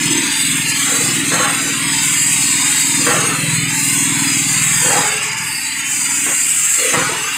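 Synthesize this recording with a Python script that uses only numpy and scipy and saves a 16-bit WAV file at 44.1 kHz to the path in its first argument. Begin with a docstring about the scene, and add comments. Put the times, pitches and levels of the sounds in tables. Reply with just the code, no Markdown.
"""A carpet extractor wand is pushed and pulled over a hallway carpet, heard in mono.
Air rushes and whistles into its slot, and hisses when the slot's lips seal on the pile (the fibres).
As a stroke turns, the wand scrubs wet pile, knocks, and gulps air and water, which gurgles in the tube.
Behind it, the machine's pump throbs about twenty times a second through the hose."""
import sys
import numpy as np
from scipy import signal
from scipy.fft import rfft, irfft, next_fast_len
from scipy.io import wavfile
from scipy.ndimage import map_coordinates

SR = 44100
rng = np.random.default_rng(int(sys.argv[2]) if len(sys.argv) > 2 else 0)


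def wrap_up_sound(samples):
    """Save the sound to the file named by the first command line argument, as 16-bit audio."""
    columns = np.atleast_2d(samples).T
    # keep every value between -1 and 1, then stretch to whole-number steps
    tamed = np.clip(columns, -1, 1)
    steps = np.round(tamed * 32767).astype(np.int16)
    wavfile.write(sys.argv[1], SR, steps)


N = 325017

# The pump's throb. Each row: time in seconds, relative levels of the boom and the drone in dB.
PUMP_LEVELS = [(0.0, -31, -21.5), (0.08, -23.5, -27.5), (0.2, -34.5, -23), (0.37, -39, -31),
               (0.49, -28, -24.5), (0.7, -31.5, -31.5), (0.93, -38, -28), (1.06, -24.5, -28),
               (1.2, -30, -23), (1.4, -31, -31), (1.7, -32, -25.5), (2.03, -30.5, -29.5),
               (2.36, -29.5, -32.5), (2.46, -33, -27), (2.79, -36, -32), (3.04, -28, -23),
               (3.16, -23, -31.5), (3.3, -29.5, -27), (3.55, -20.5, -29.5), (3.75, -28, -29),
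               (4.1, -27.5, -23.5), (4.33, -28, -25), (4.78, -25.5, -38), (4.99, -29.5, -28),
               (5.11, -39, -52), (5.4, -35, -53.5), (5.46, -33.5, -45), (5.62, -50, -39.5),
               (5.8, -44.5, -38.5), (6.08, -43.5, -36.5), (6.22, -41, -31), (6.3, -52, -33),
               (6.4, -48, -42), (6.52, -42, -43), (6.74, -51.5, -50), (6.81, -61, -39), (6.92, -60, -34),
               (6.98, -24.5, -28.5), (7.27, -47, -45), (7.37, -49, -42.5)]
# The pump's pace. Each row: time in seconds, strokes per second.
PUMP_SPEED = [(0, 20.42), (2.0, 20.45), (2.6, 20.5), (3.1, 20.36), (4.3, 20.38), (4.9, 20.27), (5.6, 20.39),
              (7.37, 20.34)]
# The pump's overtones. Each row: multiple of the stroke rate, relative level in dB.
PUMP_OVERTONES = [(1, -59), (2, -23), (3, -9.5), (4, -29), (5, -0.5), (6, 10), (7, 11), (8, 14), (9, -58),
                  (10, 4.5), (11, 0), (12, -44.5), (13, 5), (14, 6.5), (15, -51), (16, -2), (17, -32),
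                  (24, -57)]

# The tone colour of each noise. Each row: frequency in Hz, relative level in dB.
RUMBLE_COLOUR = [(20, -1), (45, 3), (75, 4.5), (130, 17), (300, 11), (450, 5.5), (700, -83)]
FLUTTER_COLOUR = [(90, -46.0), (170, -2.5), (210, 0.5), (300, 1.5), (370, -6.0), (520, -43.0)]
GURGLE_COLOUR = [(250, -30), (370, 0.5), (500, 2.5), (570, -12), (700, -34), (1000, -40)]
SCRUB_COLOUR = [(60, -40), (150, -21), (330, 0), (500, 2.5), (650, -6), (950, -7), (1200, 12), (1450, 8.5),
                (1700, -4), (2200, -2), (4000, -41)]
SLURP_COLOUR = [(60, -27.5), (160, 13.5), (380, 11.5), (520, 12.5), (700, 14.5), (970, 14), (1200, 15.5),
                (1800, 18.5), (2400, 6), (4000, -3), (9000, -20)]
WHISTLE_COLOUR = [(4200, -34), (4500, -0.5), (4750, 2), (5080, 0), (5280, 7), (5450, -42)]
LIFT_COLOUR = [(4000, -38), (5600, -15), (6500, -7), (8600, 10.5), (10000, 3), (12000, -1), (15500, -7)]
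RUSH_COLOUR = [(350, -48), (620, -30.5), (750, -14), (900, -2.5), (1080, -6.5), (1350, -6.5), (1700, 0.5),
               (2100, 6), (2500, 4.5), (2840, 3.5), (3080, -4.5), (3500, -35), (5400, -48)]
LEAK_COLOUR = [(2700, -53.5), (3150, 8), (3500, 5), (4000, 5.5), (4350, 4.5), (4550, -11), (4850, -29),
               (5200, 4.5), (5450, -38), (6000, -45)]
SEALED_COLOUR = [(3000, -37.5), (5450, -31), (5800, -19), (6100, -12), (6700, -5), (7300, -1.5), (8100, 0),
                 (8700, -5), (9500, -10), (10600, -14.5), (12000, -19.5), (15500, -21)]
LOOSE_COLOUR = [(3000, -52), (5700, -17), (6200, -2), (6600, 1.5), (7000, -2.5), (7500, 2), (7800, 2.5),
                (8200, 5), (8800, -0.5), (9600, -5), (10500, -9), (12000, -12.5), (15500, -16)]
# Streaks are shifting peaks and dips in air noise. Each row: frequency in Hz, factor on their depth.
STREAK_FACTORS = [(1400, 1.5), (2300, 0.43), (3500, 1.96), (8000, 1.21), (12000, 0.27)]

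# Slugs of water in the tube. Each row: start in seconds, level in dB.
WATER_SLUGS = [(.125, -33), (.65, -39), (.91, -38), (1.0, -32), (1.22, -42), (1.48, -36), (1.64, -31),
               (3.22, -34), (7.08, -27)]
# The lips reach wet pile, mostly as a stroke turns. Each row: peak time in seconds, level in dB.
WET_PATCHES = [(.95, -26.5), (1.47, -31), (1.68, -31), (3.16, -26), (3.3, -25.5), (5.02, -26), (6.3, -44),
               (7.03, -22), (7.22, -34)]
# The wand's head knocks down and rebounds. Each row: start in seconds, level in dB.
HEAD_KNOCKS = [(1.331, -15.5), (1.395, -14.5), (3.003, -23), (3.064, -13), (3.106, -19), (3.163, -18.5),
               (4.955, -18), (6.288, -23), (6.785, -27), (6.936, -12), (6.975, -20)]
# The head's ringing tones. Each row: pitch in Hz, relative level in dB, seconds to fade by 60 dB.
HEAD_TONES = [(173, -8.5, 0.1), (330, -0.5, .08), (502, -4.5, 0.19), (586, -7, 0.1), (1130, -1.5, 0.12),
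              (1300, -9, .09), (1820, -4, 0.11)]
# Standing waves, the tones of the flat nozzle. Each row: pitch in Hz, relative level in dB.
NOZZLE_TONES = [(1115, -11.5), (1400, -2.5), (2830, 3.5), (3140, -12), (3430, -2), (3650, -9), (4000, -9),
                (4400, -10), (4700, -5), (5100, -6), (5550, -15)]
# They sing out as the nozzle is worked along the wall. Each row: time in seconds, level in dB.
NOZZLE_LEVELS = [(5.1, -46), (5.25, -33), (5.85, -40), (6.02, -32.5), (6.75, -31), (7.1, -32)]
# The whistle's strength as the slot tilts. Each row: time in seconds, level in dB.
WHISTLE_LEVELS = [(0, -27.5), (0.4, -29), (0.56, -35), (0.74, -27), (0.88, -37), (1.02, -27), (1.23, -35),
                  (1.55, -33.5), (1.9, -29.5), (1.99, -25.5), (2.11, -32.5), (2.62, -26.5), (2.74, -28),
                  (3.04, -26), (3.2, -29.5), (3.38, -43), (3.7, -31.5), (3.88, -28.5), (4.0, -40),
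                  (4.15, -31.5), (4.52, -26.5), (4.64, -31.5), (5.05, -28), (5.44, -34), (5.55, -25.5),
                  (5.8, -35), (6.14, -30.5), (6.33, -45), (6.42, -29), (6.62, -34), (7.37, -33.5)]
# The whistle's slide. Each row: time in seconds, pitch in Hz.
WHISTLE_SLIDE = [(0, 5300), (0.24, 4740), (1.05, 4714), (2.0, 4870), (2.65, 4770), (3.75, 4860),
                 (4.3, 4860), (4.58, 4630), (4.72, 4840), (5.09, 4800), (5.45, 4860), (5.56, 4750),
                 (5.68, 4630), (5.93, 4780), (6.49, 4880)]
# Two low swells of the pump's drone, then breathy hoots at the slot.
# Each row: middle and length in seconds, pitch and width in Hz, level in dB.
BREATHY_SWELLS = [(0.16, 0.42, 310, 92, -25), (1.19, 0.41, 305, 98, -29), (4.996, 0.383, 830, 99, -23),
                  (5.18, 0.64, 424.5, 19, -37.5), (5.443, 1, 886, 37, -37.5), (6.86, 0.22, 486, 106, -25)]
# A lip lifts off the carpet. 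Each row: start and end in seconds, level in dB.
LIP_LIFTS = [(.3, 0.563, -27.5), (1.5, 1.95, -32), (3.25, 3.68, -37), (3.675, 3.9, -22.5),
             (5.364, 5.597, -26.5), (7.281, 7.372, -32)]
# The tones of the wand's pipe. Each row: pitch and width in Hz, relative level in dB.
PIPE_TONES = [(484, 15, -22), (816, 7.2, 16), (1091, 7, 14), (1373.4, 13.7, 11.5), (1420, 48, -4),
              (1988.5, 39, 5)]
# Gulps as the slot leaves the pile. Each row: start in seconds, level in dB, rise and hold in seconds,
# seconds for its spray to fade by 60 dB, level of its hoot in dB.
SLOT_GULPS = [(0.86, -28, 0.018, 0.1, 1.7, -44), (1.313, -19, 0.01, 0.14, 0.9, -36),
              (3.063, -19, 0.0039, 0.087, 0.94, -30), (4.839, -24.5, 0.015, 0.044, 0.45, -26.5),
              (4.886, -21, 0.041, 0.11, 1.3, -27), (6.259, -27, 0.008, 0.07, 0.1, -59),
              (6.93, -20.5, 0.0065, 0.096, 0.3, -25)]
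# Air leaks through gaps at the slot. Each row: time in seconds, relative level in dB.
LEAK_LEVELS = [(0.0, -29.5), (0.06, -25.5), (0.5, -25), (0.68, -29.5), (0.8, -25), (1.22, -29),
               (1.32, -24.5), (1.58, -26.5), (1.65, -30), (1.91, -26.5), (2.3, -31), (2.42, -25.5),
               (2.66, -27.5), (2.78, -25), (2.95, -27), (3.2, -28), (3.38, -30), (3.53, -26.5),
               (3.65, -30.5), (4.15, -27.5), (4.48, -29.5), (4.6, -29.5), (5.05, -28.5), (5.22, -35),
               (5.44, -44.5), (5.6, -45), (5.67, -32), (5.89, -41), (6.7, -41), (6.8, -27.5), (7.31, -36.5),
               (7.37, -29)]
# Brief clogs weaken the unsealed hiss. Each row: middle and length in seconds, change in dB.
CLOGS = [(1.246, 0.14, -2), (1.744, 0.3, -1), (5.303, 0.24, -1.5), (5.758, 0.27, -2)]
# Pulls with the lips sealed. Each row: start, end and time to seal in seconds, first and last hiss in dB.
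SEALED_PULLS = [(0.778, 0.937, 0.14, -17.5, -15.5), (1.86, 2.971, 0.4, -14, -16),
                (3.684, 3.923, 0.2, -17.5, -16), (3.98, 4.848, 0.21, -19, -14.5),
                (5.82, 6.737, 0.12, -18, -14)]


def amp(db):
    """Turn decibels into a gain to multiply by."""
    return 10 ** (np.asarray(db) / 20)


def unit(x):
    """Scale a signal to an average strength (rms) of 1."""
    return x / np.sqrt(np.mean(x ** 2) + 1e-20)


def ease(u):
    """A smooth step from 0 to 1."""
    return np.sin(np.pi / 2 * np.clip(u, 0, 1)) ** 2


def swell(middle, length):
    """A smooth rise to 1 and fall back to 0, timed in seconds."""
    return ease(1 - 2 * np.abs(np.arange(N) / SR - middle) / length)


def along(points, hz):
    """Read between (frequency, value) points, giving each octave equal room."""
    freqs, values = np.transpose(points)
    return np.interp(np.log(hz + 1e-3), np.log(freqs), values)


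def curves(rows):
    """Turn each column after the time into one value per sample."""
    times, *columns = np.transpose(rows)
    return [np.interp(np.arange(N) / SR, times, column) for column in columns]


def wobble(per_s):
    """A smooth curve through per_s random values a second."""
    return map_coordinates(rng.standard_normal(int(N * per_s / SR) + 4), [np.arange(N) * per_s / SR])


def filtered(x, response):
    """Scale each frequency in x by response(frequency)."""
    size = next_fast_len(N + SR // 2)
    return irfft(rfft(x, size) * response(np.fft.rfftfreq(size, 1 / SR)), size)[:N]


def coloured(x, colour):
    """Give x a tone colour, at strength 1."""
    return unit(filtered(x, lambda hz: amp(along(colour, hz))))


def turbulence(colour, streak_db, streak_hz, streak_s):
    """Even air noise with low peaks and deep dips in its tone that shift as the wand moves."""
    hz, t, spectra = signal.stft(rng.standard_normal(N), SR, nperseg=2048)
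    grid = np.meshgrid(hz / streak_hz, t / streak_s, indexing="ij")
    pattern = map_coordinates(rng.standard_normal((512, 256)), grid, mode="mirror")
    streaks = 2 * (1 - np.exp(-pattern / 2))  # sound paths that add gain little; ones that cancel lose much
    depth_db = streak_db * along(STREAK_FACTORS, hz)[:, None]
    gain = amp(along(colour, hz)[:, None] + depth_db * streaks)
    gain /= np.linalg.norm(gain, axis=0)
    return unit(signal.istft(spectra * gain, SR)[1][:N])


def sputter(depth_db=1.3):
    """The uneven gain of air that drags water through an open gap."""
    return amp(depth_db * wobble(per_s=45))


def pump(strokes):
    """Each pump stroke is a low boom, with a slightly smeared drone of higher overtones alongside."""
    multiples = np.arange(1, 25)
    gains = amp(along(PUMP_OVERTONES, multiples))
    boom_phase, drone_phase = 2 * np.pi * (strokes - .29), 2 * np.pi * (strokes - .27)
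    boom = unit(sum(gain * amp(0.8 * wobble(5)) * np.cos(k * boom_phase)
                    for k, gain in zip(multiples[:10], gains)))
    smears = 0.31 * rng.standard_normal(len(multiples))  # radians
    drone = unit(sum(gain * np.cos(k * drone_phase + smear + 0.33 * wobble(5.2))
                     for k, gain, smear in zip(multiples[10:], gains[10:], smears)))
    flutter = amp(-8) * coloured(rng.standard_normal(N), FLUTTER_COLOUR)
    boom_db, drone_db = curves(PUMP_LEVELS)
    throb = amp(boom_db - 1.0) * boom + amp(drone_db - 1.64) * (drone + flutter)
    # the machine itself hums steadily, and rumbles more when the booms are strong
    hum = amp(-52) * np.cos(3 * boom_phase)
    rumble = amp(-39.5 + 0.44 * (boom_db + 32.5)) * coloured(rng.standard_normal(N), RUMBLE_COLOUR)
    uneven_strokes = amp(0.7 * wobble(16))
    return uneven_strokes * throb + hum + rumble


def gurgles(rise_s=.012, fade_s=0.44):
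    """Slugs of water in the tube make hollow glugs that start quickly and die away."""
    t, flow = np.arange(N) / SR, np.zeros(N)
    for start, db in WATER_SLUGS:
        fall_db = 60 * np.maximum(t - start - rise_s, 0) / fade_s
        flow += ease((t - start) / rise_s) * amp(db - fall_db)
    return flow * turbulence(GURGLE_COLOUR, streak_db=7.5, streak_hz=58.5, streak_s=.05)


def scrub(rise_db_per_s=81, fall_db_per_s=66):
    """The lips drag through wet fibres, most where water has gathered at the turn of a stroke."""
    t = np.arange(N) / SR
    swells = sum(amp(db - np.maximum(rise_db_per_s * (peak - t), fall_db_per_s * (t - peak)))
                 for peak, db in WET_PATCHES)
    steady_drag = amp(-50 + 2.0 * wobble(8.1))
    wet_noise = turbulence(SCRUB_COLOUR, streak_db=10.5, streak_hz=57.7, streak_s=.07)
    return np.hypot(swells, steady_drag) * wet_noise


def knocks(cushion_s=0.0045, splash_db=-3, splash_fade_s=0.053):
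    """Blows, cushioned by the carpet, splash the wet pile and ring the wand's head."""
    t, out = np.arange(SR // 4) / SR, np.zeros(N + SR)
    wet_noise = coloured(rng.standard_normal(N), SLURP_COLOUR)
    for start_s, db in HEAD_KNOCKS:
        start, ring = round(start_s * SR), 0
        for hz, tone_db, fade_s in HEAD_TONES:
            fade = amp(tone_db + rng.normal(0, 2) - 60 * t / fade_s)
            pitch = hz * rng.normal(1, 0.019)
            ring += fade * np.sin(2 * np.pi * (pitch * t + rng.random()))
        splash = amp(splash_db - 60 * t / splash_fade_s) * wet_noise[start:][:len(t)]
        out[start:][:len(t)] += amp(db) * (ring + splash) * (1 - np.exp(-t / cushion_s))
    return out[:N]


def nozzle_ring(width_hz=73, drift=.014):
    """Air rings the nozzle's hollow tones, which slide up and down together as it rocks."""
    peaks = lambda f: sum(amp(db) / (1 + (2 * (f - hz) / width_hz) ** 2) ** 1.5
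                          for hz, db in NOZZLE_TONES)
    ring = filtered(rng.standard_normal(N), peaks)
    position = np.cumsum(1 + drift * wobble(per_s=4))  # reading faster raises the pitch
    return amp(curves(NOZZLE_LEVELS)[0]) * unit(map_coordinates(ring, [position], mode="mirror"))


def whistle(width_hz=210):
    """Air through the head sounds one breathy tone, which slides as the slot tilts."""
    air = turbulence(WHISTLE_COLOUR, streak_db=4.0, streak_hz=110, streak_s=.09)
    hz, t, spectra = signal.stft(air, SR, nperseg=1024)
    pitch = np.interp(t, *np.transpose(WHISTLE_SLIDE))
    peak = 1 / np.hypot(1, 2 * (hz[:, None] - pitch) / width_hz)
    return amp(curves(WHISTLE_LEVELS)[0]) * unit(signal.istft(spectra * peak, SR)[1][:N])


def breathy_tones(slot_hz=493, slot_width_hz=75, lag_s=0.031, length_s=0.179):
    """Air hoots across the slot with every gulp and a few times more; the pump's drone swells twice."""
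    out = np.zeros(N)
    gulp_hoots = [(start + rise + lag_s, length_s, slot_hz, slot_width_hz, db)
                  for start, _, rise, _, _, db in SLOT_GULPS]
    for middle, length, hz, width_hz, db in gulp_hoots + BREATHY_SWELLS:
        breath = filtered(rng.standard_normal(N), lambda f: 1 / (1 + (2 * (f - hz) / width_hz) ** 2))
        out += amp(db) * swell(middle, length) * unit(breath)
    return out


def lifted_lip(move_s=0.12):
    """A gap opens under a lifted lip, lets in a thin, bright stream of air, and closes."""
    t = np.arange(N) / SR
    flow = sum(amp(db) * ease((t - start) / move_s) * ease(1 - (t - end) / move_s)
               for start, end, db in LIP_LIFTS)
    return flow * sputter() * turbulence(LIFT_COLOUR, streak_db=2, streak_hz=117.4, streak_s=0.067)


def droplets(per_s, spread_db):
    """Water drops strike at random as tiny clicks of uneven size."""
    hits = rng.random(N) < per_s / SR
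    signs = np.sign(rng.standard_normal(N))
    sizes = amp(spread_db * np.clip(rng.standard_normal(N), -2, 2))
    return unit(hits * signs * sizes)


def pipe_ring(x):
    """The wand's pipe rings at its own tones as x passes through."""
    peaks = lambda f: sum(amp(db) * 1j * f * width / (hz * hz - f * f + 1j * f * width)
                          for hz, width, db in PIPE_TONES)
    return unit(filtered(x, peaks))


def gulp_flow(fade_share, bite_db=2.5, bite_s=0.022):
    """Each gulp's inrush overshoots, settles and fades; fade_share scales its fade time."""
    t, flow = np.arange(N) / SR, np.zeros(N)
    for start, db, rise, hold, fade, _ in SLOT_GULPS:
        age = np.maximum(t - start, 0)
        overshoot_db = bite_db * np.exp(-age / bite_s)
        fall_db = 60 * np.maximum(age - hold, 0) / (fade * fade_share)
        flow += np.minimum(age / rise, 1) * amp(db + overshoot_db - fall_db)
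    return flow


def gulps(deep_hz=780):
    """The seal breaks: air tears water off the lips and rattles it up the tube. The lows fade first."""
    drops = droplets(per_s=400, spread_db=3)
    churn = turbulence(SLURP_COLOUR, streak_db=7.0, streak_hz=90.6, streak_s=.04)
    slurp = unit(coloured(drops, SLURP_COLOUR) + 2.1 * churn + .85 * pipe_ring(drops))
    deep = filtered(slurp, lambda hz: 1 / (1 + (hz / deep_hz) ** 10))
    return gulp_flow(fade_share=0.8) * (slurp - deep) + gulp_flow(fade_share=0.72) * deep


def seal(release_s=0.3):
    """How tightly the lips grip the pile (0 to 1), and the strength of their hiss along each pull."""
    t, total_grip, power = np.arange(N) / SR, np.zeros(N), np.zeros(N)
    for start, end, seal_s, first_db, last_db in SEALED_PULLS:
        grip = ease((t - start) / seal_s) * ease(1 - (t - end) / release_s)
        total_grip += grip
        power += grip * amp(np.interp(t, [start, end], [first_db, last_db])) ** 2
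    return np.clip(total_grip, 0, 1), np.sqrt(power)


def suction(rush_db=-23, loose_db=-21, spray_db=-9.5):
    """Air rushes through the wand's head, leaks in at the slot and hisses past the lips."""
    leak_db, = curves(LEAK_LEVELS)
    opening_db = leak_db - leak_db.mean()
    grip, hiss = seal()
    rush = amp(rush_db + 0.17 * opening_db + 0.89 * wobble(9))
    rush *= turbulence(RUSH_COLOUR, streak_db=5.0, streak_hz=84.93, streak_s=.11)
    leak = turbulence(LEAK_COLOUR, streak_db=4.6, streak_hz=135, streak_s=.1)
    leak *= amp(leak_db + 0.5 + 0.53 * wobble(7.1))
    # a tight seal gives a loud smooth hiss, a loose one a weaker, hollow one; gulps add spray
    spray = amp(spray_db) * gulp_flow(fade_share=1)
    tight = np.hypot(hiss, spray)
    tight *= turbulence(SEALED_COLOUR, streak_db=4.5, streak_hz=80.24, streak_s=.1)
    clog_db = sum(db * swell(middle, length) for middle, length, db in CLOGS)
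    loose = amp(loose_db + 0.421 * opening_db + clog_db) * np.sqrt(1 - grip)
    loose *= turbulence(LOOSE_COLOUR, streak_db=7.5, streak_hz=119.28, streak_s=.13)
    uneven_pile = amp(0.29 * wobble(6.7) + 0.68 * wobble(28))
    return rush + leak + uneven_pile * (tight + sputter() * loose)


def scene():
    """Wand and pump together; the air flow pulses slightly with the pump."""
    pump_strokes = np.cumsum(curves(PUMP_SPEED)[0]) / SR
    pulsing = amp(0.64 * np.cos(2 * np.pi * (pump_strokes - .6)))
    air = pulsing * (suction() + whistle() + nozzle_ring() + lifted_lip())
    mono = air + scrub() + breathy_tones() + gulps() + gurgles() + knocks() + pump(pump_strokes)
    return np.array([mono, mono])


def record(dry, ceiling=.92, top_hz=15600):
    """Round off the highest peaks and cut everything above top_hz."""
    rounded = dry / (1 + np.abs(dry / ceiling) ** 8) ** (1 / 8)
    return np.array([filtered(channel, lambda hz: hz < top_hz) for channel in rounded])


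dry = scene()
out = record(dry)
wrap_up_sound(out)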